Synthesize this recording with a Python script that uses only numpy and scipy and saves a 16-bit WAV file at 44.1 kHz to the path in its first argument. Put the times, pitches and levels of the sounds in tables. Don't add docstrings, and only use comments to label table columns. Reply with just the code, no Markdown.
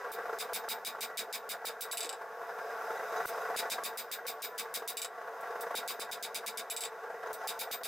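import sys
import numpy as np
from scipy import signal
from scipy.fft import rfft, irfft, next_fast_len
from scipy.io import wavfile
from scipy.ndimage import uniform_filter1d

SR = 44100
rng = np.random.default_rng(int(sys.argv[2]) if len(sys.argv) > 2 else 0)


def wav_out(sig):
    wavfile.write(sys.argv[1], SR, np.round(np.clip(np.atleast_2d(sig).T, -1, 1) * 32767).astype(np.int16))


def magnitude_from_level(level_db):
    exponent = np.asarray(level_db, float) / 20
    return 10 ** exponent


N = 347067

# (pitch [Hz], width [Hz], level [dB])
PIPE_MODES = [(446, 67, 12), (497, 74, 6), (587.5, 50, 9.5), (668, 87, 8), (703, 81, 7), (760, 63, 13),
              (877.2, 49, 17.5), (995, 50, 12.5), (1122, 87, 16), (1360, 43, 10), (1430, 100, 6),
              (1493, 57, 10), (1607, 81, 12), (1728, 50, 9), (1943, 86, 8), (2133, 183, -6)]
# (frequency [Hz], density [dB per Hz])
FLAME_SPECTRUM = [(18, -73), (30, -39), (91, -102), (161, -11), (289, -30.5), (454, 13), (620, -3.5),
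                  (684, 14), (831, -5.5), (881, -3), (1250, -1.5), (1410, 6), (3200, -41), (4160, -68),
                  (7040, -120)]
# (frequency [Hz], density [dB per Hz])
JET_SPECTRUM = [(1410, -40), (2200, 4), (2620, 2), (3210, -13), (3720, 2), (4390, -14), (5010, 3),
                (5460, -4.5), (6290, -1), (7070, -9), (7710, -7), (9500, -12.5), (13500, -3.5),
                (15600, -12.5)]
# (centre [Hz], width [Hz], waver [dB])
JET_WHISTLES = [(2500, 500, 5), (3720, 600, 6), (5010, 900, 6), (6290, 900, 6), (7700, 1200, 5)]
# (time [s], peak [dB])
GAS_PUFFS = [(0.043, -30), (0.075, -33), (0.184, -28), (0.254, -28), (0.292, -28), (0.328, -27),
             (0.413, -33), (0.446, -30.5), (0.49, -30), (0.522, -31.5), (0.56, -40), (0.637, -30.5),
             (0.678, -30), (0.733, -32), (0.757, -33.5), (0.783, -34), (0.948, -32), (0.984, -32.5),
             (1.034, -34), (1.099, -32), (1.251, -37), (1.539, -32.5), (1.615, -34.5), (1.644, -30.5),
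             (1.694, -31), (1.851, -33), (1.883, -34), (1.931, -31), (2.031, -34), (2.131, -34),
             (2.21, -31.5), (2.415, -32), (2.49, -30), (2.555, -32), (2.585, -27), (2.612, -31),
             (2.655, -32), (2.702, -29.5), (2.811, -28), (2.869, -29), (2.903, -24.5), (2.953, -29),
             (2.992, -27.5), (3.029, -28), (3.077, -29.5), (3.123, -25.5), (3.16, -23.5), (3.2, -24.5),
             (3.252, -23.5), (3.291, -29), (3.376, -25.5), (3.414, -26.5), (3.451, -25.5), (3.498, -25.5),
             (3.542, -26),
             (3.589, -35), (3.626, -28.5), (3.653, -27.5), (3.723, -31.5), (3.781, -25.5), (3.824, -32),
               (3.863, -38), (3.889, -33), (3.928, -32), (3.992, -34), (4.186, -33), (4.251, -32),
               (4.29, -34), (4.32, -36), (4.654, -32.5), (4.764, -34.5), (4.82, -31), (4.902, -33.5),
               (5.045, -32), (5.177, -34.5), (5.213, -32.5), (5.273, -31.5), (5.431, -29.5), (5.471, -31.5),
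               (5.504, -29.5), (5.554, -28), (5.597, -28.5), (5.631, -28), (5.665, -28), (5.706, -26),
               (5.741, -27.5), (5.769, -33), (5.828, -29.5), (5.904, -31.5), (5.944, -33), (5.99, -30.5),
               (6.02, -31.5), (6.091, -33.5), (6.169, -32), (6.277, -32.5), (6.399, -36), (6.434, -32),
               (6.485, -36), (6.844, -34), (6.92, -33.5), (7.035, -32.5), (7.1, -31), (7.141, -32.5),
               (7.203, -34), (7.229, -29), (7.26, -29.5), (7.301, -29.5), (7.409, -29.5), (7.436, -29),
               (7.497, -35), (7.673, -32.5), (7.705, -33), (7.744, -33.5), (7.809, -33), (7.853, -34.5)]
# (time [s], gain [dB])
LEVELLER = [(0.0, 1.2), (0.35, 2.5), (0.8, -3), (1.75, -4.5), (2.1, -3), (2.3, -2.5), (2.7, 4.5),
            (3.3, 8.5), (3.62, 5), (4.15, -4.5), (4.65, -2.5), (5.08, -5), (5.62, 2.5), (6.05, -2),
            (6.8, -2.5), (7.15, -2.5), (7.47, 3), (7.87, -8.5)]
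# (pitch [Hz], level [dB rms])
WHINE_TONES = [(10987, -86), (11300, -82), (11940, -85), (12242, -83), (12398, -80), (12554, -83),
               (12871, -86), (13028, -87), (13184, -75), (13340, -82), (13496, -82), (13652, -80),
               (14594, -83), (14912, -89)]

# (time [s], peak [dB])
LOW_CLICKS = [(0.116, -54), (0.533, -53), (0.686, -51), (1.006, -59), (3.26, -42), (3.563, -50), (4.875, -55),
              (4.995, -60), (5.56, -60), (5.751, -63), (6.111, -53), (6.463, -56), (7.331, -50), (7.473, -54),
              (7.713, -55)]

# (time [s], peak [dB], limiter dive [dB], brightness [dB per octave], hammer ring [dB])
TOUCHES = [
    (0.1182, -45, 16.5, -1, -22),
    (1.8083, -41, 17, 8, 7),
    (3.259, -47, 28, 2.5, -34),
    (4.877, -39, 17, 6, 10),
    (5.609, -42.5, 4.5, 8, -10),
    (7.331, -42.5, 8.5, 6, -35),
]
# (time [s], peak [dB], limiter dive [dB], hammer ring [dB], clear note [dB])
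BLOWS = [(0.3876, -39.5, 22, -1, 10), (0.534, -36.5, 22, 8, 12), (0.6878, -36.5, 22.5, 7, 12),
         (0.8492, -38, 22.5, 0, 10), (1.0077, -35, 20.5, -8, 8), (1.173, -36.5, 21, 0, 7),
         (1.3276, -36, 17.5, 3, 11), (1.4914, -37.5, 20, 11, 7), (1.6533, -39.5, 22, 13, 4),
         (3.5644, -35.5, 24.5, -11, 5), (3.7003, -36, 23, -8, 5), (3.837, -37, 21, 4, 11),
         (3.9737, -37, 17.5, 0, 14), (4.1154, -37.5, 18, 8, 13), (4.2669, -38, 20, 7, 13),
         (4.421, -39.5, 21, 2.5, 16), (4.5798, -35, 17, 5, 9), (4.7409, -34, 18, 6, 8),
         (5.7529, -37, 22, -3, 6), (5.8777, -37.5, 21.5, 2, 12), (5.9973, -41, 20, -10, 5),
         (6.1144, -39, 16.5, 0, 4), (6.2264, -37.5, 16.5, -6, 5), (6.3459, -35, 15.5, -3, -2),
         (6.4633, -35, 16, -3.5, 1), (6.5735, -34.5, 13, -2, -3), (7.4739, -37, 20.5, 4, 4),
         (7.5916, -39, 21, 8, 13), (7.7138, -38, 18.5, 6, 18), (7.8349, -38, 17, -3, 13)]
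# (time [s], peak [dB], limiter dive [dB], click [dB], brightness [dB per octave])
BOUNCES = [(1.9134, -42, 16.5, -24, 5), (1.9718, -40.5, 11.5, -20.5, 2), (2.0065, -35, -1.5, -24, 1),
           (2.0295, -38.5, -2.5, -26, -3.5), (2.0462, -42, -4, -30, -7), (2.0578, -57, 1, -29, -3),
           (2.0925, -36, -5, -22, -2), (2.1274, -41, -7, -30, -5), (4.97, -40, 12, -22.5, 3),
           (5.0176, -39.5, 7.5, -21.5, 4), (5.0468, -35.5, -10, -21, 2), (6.7003, -42, 16.5, -19.5, 3),
           (6.7644, -41, 11, -23, 2), (6.807, -42, 10.5, -23, 1), (6.8363, -34, -7, -23, 4),
           (6.8514, -37, -7, -30, -4), (2.071, -54, -14, -32, -3), (5.0585, -51, -16, -30, -3),
           (6.8605, -49, -11, -32, 1)]
# (time [s], peak [dB], bright ring [dB])
TONG_TICKS = [
    (2.2174, -64, -14),
    (5.4088, -55, 0),
    (5.472, -62, -10),
    (5.515, -64, -10),
]

# (level [dB], t60 [s], extra on the bare face [dB])
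ANVIL_HZ = [2285, 2370, 2975, 3650, 3738, 3800, 3855, 3925, 4735, 4967, 5330, 7530, 7655, 7800, 7930, 8045,
            8730]
ANVIL_MODES = [(-21, 0.14, -8), (-33, 0.078, 14), (-26, 0.098, 5), (-22.5, 0.099, 2), (-17.5, 0.11, -3),
               (-19, 0.095, -2), (-20, 0.14, -3), (-27, 0.11, 8), (-20.5, 0.1, 1.5), (-14, 0.086, -14),
               (-28, 0.11, 6), (-21, 0.075, 10), (-29, 0.059, 10), (-31, 0.07, 18), (-31, 0.054, 12),
               (-27.5, 0.081, 17), (-26, 0.08, -8)]
# (level [dB], t60 [s], extra on the bare face [dB])
HAMMER_HZ = [11030, 11062, 12500, 15194, 15225]
HAMMER_MODES = [(-36, .08, 11), (-36, .08, 11), (-30, .07, -3), (-33, .07, 1), (-35, .07, 2)]
# (level [dB], t60 [s], extra on the bare face [dB])
STAND_HZ = [165, 205, 240]
STAND_MODES = [(-44, 0.12, -2), (-36.5, 0.14, -4), (-44, 0.33, 1.5)]
# (centre [Hz], width [Hz], level [dB], extra on the bare face [dB])
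CROWDED_MODES = [(2430, 720, -12, -2), (3720, 380, -6.5, -4), (4885, 780, -7.5, -5),
                 (7420, 2940, -7.5, -3.5), (7800, 960, -24, 11), (11000, 130, -10, -6.5),
                 (12300, 130, -16, -14), (15200, 150, -15, -10), (14700, 1900, -12, -10)]
# (frequency [Hz], density [dB per Hz])
WASH_SPECTRUM = [(300, -3), (600, 1), (1200, 2.5), (2300, 8), (3100, 0.9), (4300, 2), (5600, 4),
                 (6800, 1.5), (8800, 5.5), (10200, 1), (11800, 1.5), (13200, -6), (14600, 3), (16500, 4.5)]
# (frequency [Hz], t60 [s])
WASH_T60 = [(500, 0.34), (3000, 0.27), (16000, 0.19)]

# (time [s], peak [dB])
RATTLES = [
    (0.1185, -40),
    (3.2587, -30),
    (5.4088, -65),
    (5.6085, -48),
    (7.331, -50),
]
# (time [s], peak [dB])
CLINKS = [
    (2.975, -53),
    (3.168, -51),
    (3.18, -46),
    (3.415, -56),
    (7.2723, -53),
]
# (level [dB], t60 [s], extra on the bare face [dB])
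REIN_HZ = [3880, 6100, 6620]
REIN_MODES = [(-2, 0.056, 0), (-5, 0.054, 0), (-6, 0.046, 0)]

# (frequency [Hz], side minus mid [dB])
SIDE_DB = [(60, -45), (200, -33), (380, -29), (600, -42.5), (900, -19), (1290, -19), (2380, -12),
           (4400, -8), (8120, -8.5), (15000, -8)]


def curve(table, hz):
    f, v = np.transpose(table)
    return np.interp(np.log(hz), np.log(f), v)


def filtered(x, table):
    size = next_fast_len(N)
    gain = magnitude_from_level(curve(table, np.arange(1, size // 2 + 2) * SR / size))
    return irfft(rfft(x, size) * gain, size)[..., :N]


def coloured(table, count):
    x = filtered(rng.standard_normal((count, next_fast_len(N))), table)
    return x / x.std()


def stereo(mid, side):
    side = filtered(side, SIDE_DB)
    return np.array([mid + side, mid - side])


def walk(rate):
    hold = int(SR / rate)
    steps = np.repeat(rng.standard_normal(N // hold + 1), hold)
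    return 0.39 * uniform_filter1d(uniform_filter1d(steps, hold), hold)[:N]


def spikes(times, sizes):
    x = np.zeros(N, np.result_type(sizes, float))
    np.add.at(x, np.clip((times * SR).astype(int), 0, N - 1), sizes)
    return x


def fade(x, t60, hz=0):
    turn = np.exp(2j * np.pi * hz / SR) if hz else 1
    return signal.lfilter([1], [1, -turn * np.exp(-np.log(1000) / (t60 * SR))], x)


def band(x, hz, width):
    return signal.lfilter(*signal.iirpeak(hz, hz / width, SR), x)


def puffs(roar_db):
    times, puff_db = np.transpose(GAS_PUFFS)
    steady = magnitude_from_level(roar_db[(times * SR).astype(int)] + 4.5)
    return spikes(times, np.clip(magnitude_from_level(puff_db - 5.5) - steady, 0, None))


def forge():
    t = np.arange(N) / SR
    gain_db = np.interp(t, *np.transpose(LEVELLER))
    roar_db = -44 + 0.69 * gain_db
    hiss_db = -68 + gain_db

    lit = puffs(roar_db)
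    flame = magnitude_from_level(roar_db + 1.8 * walk(32))
    flame = flame + 1.83 * (fade(lit, 0.065) - fade(lit, 0.013))
    pipe = np.zeros((2, N))
    for hz, width, db in PIPE_MODES:
        pipe += magnitude_from_level(db + 6.5 * walk(15)) * band(rng.standard_normal((2, N)), hz, 0.43 * width)
    roar = pipe / pipe.std() + magnitude_from_level(0.5) * coloured(FLAME_SPECTRUM, count=2)

    puffing = (flame / magnitude_from_level(roar_db)) ** 0.39
    jet = coloured(JET_SPECTRUM, count=2) * magnitude_from_level(hiss_db + 4.0 + 1.0 * walk(6.8)) * puffing
    guttering = np.zeros((2, N))
    for hz, width, waver_db in JET_WHISTLES:
        guttering += band(jet, hz, width) * (magnitude_from_level(waver_db * walk(22.18)) - 1)
    jet = jet + guttering

    whine = np.zeros(N)
    for hz, db in WHINE_TONES:
        whine += magnitude_from_level(db - 3) * np.sin(2 * np.pi * (hz * t + rng.random()))
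    whine_at_hiss_db = -63
    return stereo(*(roar / roar.std() * flame + jet)) + whine * magnitude_from_level(hiss_db - whine_at_hiss_db)


def low_clicks():
    times, db = np.transpose(LOW_CLICKS)
    return fade(spikes(times, magnitude_from_level(db)), 0.011, 130).imag


def strikes():
    rows = []
    for s, db, dive, head, note in BLOWS:
        harder_db = db + 37
        rows.append((s, db, dive, 0.44 + 0.15 * harder_db, -3.5 - 0.5 * harder_db, head, note))
    for s, db, dive, bright, head in TOUCHES:
        rows.append((s, db, dive, bright, -3 + 0.14 * head, head, head + 3.3))
    for s, db, head in TONG_TICKS:
        rows.append((s, db, 0, 4.5, -4, head, head))
    for s, db, dive, _, bright in BOUNCES:
        head = 0.59 * dive
        rows.append((s, db, dive, bright, 7 - 0.18 * dive, 0.5 + head, 7 + head))
    return np.transpose(rows)


def swell(times, db, on_face, hz):
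    t60 = curve(WASH_T60, hz)
    blade = spikes(times, magnitude_from_level(db) * ~on_face)
    face = spikes(times, magnitude_from_level(db) * on_face)
    body = fade(blade, t60 * 0.47) + fade(face, t60 * 0.41)
    build_up = fade(blade, 0.0026 + 40 / hz) + fade(face, 0.0008 + 8 / hz)
    late = magnitude_from_level(-26) * fade(blade + face, 0.14)
    return body - build_up + late


def wash(times, db, on_face, bright, anvil_db):
    out, dense, noise = np.zeros((2, N)), coloured(WASH_SPECTRUM, count=2), rng.standard_normal((2, N))
    for hz in 400 * 2 ** np.arange(0, 5.6, .5):
        sos = signal.butter(2, [hz * 2 ** -.25, hz * 2 ** .25], "band", fs=SR, output="sos")
        envelope = swell(times, db + bright * np.log2(hz / 6000), on_face, hz)
        out += envelope * signal.sosfilt(sos, dense)
    for hz, width, crowd_db, face_db in CROWDED_MODES:
        ring = band(band(noise, hz, width), hz, width) * np.sqrt(SR / width)
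        out += magnitude_from_level(crowd_db - 4.5) * swell(times, db + anvil_db + face_db * on_face, on_face, hz) * ring
    grain = magnitude_from_level(4 * walk(300))
    return magnitude_from_level(-1.0) * stereo(*out * grain)


def crack(times, db, on_face):
    grit = rng.standard_normal((2, N))
    contact = spikes(times, magnitude_from_level(db + 17) * ~on_face)
    blade = band(contact + magnitude_from_level(-12.0) * fade(contact, .005) * grit[0], 7000, 11000)
    tap_s, _, dive_db, click_db, _ = np.transpose(BOUNCES)
    tap = spikes(tap_s, magnitude_from_level(click_db + 8 + dive_db / 2))
    face = band(tap + magnitude_from_level(-9.0) * fade(tap, 0.0075) * grit[1], 4700, 9000)
    return blade + magnitude_from_level(1.0) * band(face, 5700, 9000)


def rings(pitches, modes, times, db, on_face, scatter_db):
    chance = rng.standard_normal((len(times), len(modes), 2))
    mid, side = np.zeros((2, N))
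    for k, (hz, (mode_db, t60, face_db)) in enumerate(zip(pitches, modes)):
        size = magnitude_from_level(db + mode_db + face_db * on_face + scatter_db * chance[:, k, 0])
        size = size * np.sign(chance[:, k, 1])
        flutter = magnitude_from_level(4 * walk(70))
        ring = fade(spikes(times, size), t60, hz) * flutter
        mid += ring.imag
        side += magnitude_from_level(curve(SIDE_DB, hz)) * ring.real
    return np.array([mid + side, mid - side])


def sing(times, db):
    hz, rise_s, t60_s, tail_s = 13783, 0.046, 0.16, 0.3
    x = spikes(times, magnitude_from_level(db - 26.5))
    ring = fade(x, t60_s, hz) - fade(x, rise_s, hz) + magnitude_from_level(-35) * fade(x, tail_s, hz)
    return ring.imag + magnitude_from_level(-11.5) * ring.real * np.array([[1], [-1]])


def hammer(times, db, on_face, bright, anvil_db, hammer_db, note_db):
    out = wash(times, db, on_face, bright, anvil_db) - crack(times, db, on_face)
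    out = out + rings(ANVIL_HZ, ANVIL_MODES, times, db + anvil_db + 0.5, on_face, 2.9)
    out = out + rings(HAMMER_HZ, HAMMER_MODES, times, db + hammer_db + 10.5, on_face, 3.0)
    out = out + rings(STAND_HZ, STAND_MODES, times + 0.007, db, on_face, 1.8)
    return out + sing(times, db + note_db)


def rattle():
    times, db = np.transpose(RATTLES)
    hz, width_hz, t60_s = 14100, 5000, 0.09
    jaws = band(band(rng.standard_normal((2, N)), hz, width_hz), hz, width_hz)
    envelope = fade(spikes(times, magnitude_from_level(db + 7.5)), t60_s) * magnitude_from_level(2.1 * walk(150))
    return stereo(*(jaws / jaws.std() * envelope))


def clinks():
    times, db = np.transpose(CLINKS)
    return rings(REIN_HZ, REIN_MODES, times, db, 0, 2.2)


def scene():
    times, peak_db, dive_db, *colour = strikes()
    on_face = np.arange(len(times)) >= len(BLOWS + TOUCHES)
    return forge() + hammer(times, peak_db + dive_db, on_face, *colour) + rattle() + clinks()


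def limiter_gain():
    look_ahead_s, release_s = 0.001, 0.038
    times, dive_db = np.transpose([row[:3:2] for row in BLOWS + TOUCHES + BOUNCES])
    power = fade(spikes(times - look_ahead_s / 2, magnitude_from_level(2 * dive_db)), release_s)
    return uniform_filter1d((1 + power) ** -.5, size=int(look_ahead_s * SR))


def band_limit(x):
    return signal.sosfilt(signal.butter(12, 17020, fs=SR, output="sos"), x)


def record(dry):
    bass_cut = signal.butter(2, 125, "high", fs=SR, output="sos")
    cut = signal.sosfilt(bass_cut, dry * limiter_gain())
    rumble = signal.lfilter(*signal.butter(2, 55, fs=SR), rng.standard_normal(N))
    rumble = magnitude_from_level(-90.5 + 25.5) * rumble
    ports = magnitude_from_level(0.3 * np.array([[.5], [-.5]]))
    heard = .12 * np.tanh((cut + low_clicks() + rumble) * ports / 0.11)
    top_step = signal.ellip(8, .1, 40, 15750, fs=SR, output="sos")
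    low = signal.sosfiltfilt(top_step, heard)
    return band_limit(low + magnitude_from_level(-38.0) * (heard - low))


dry = scene()
out = record(dry)
wav_out(out)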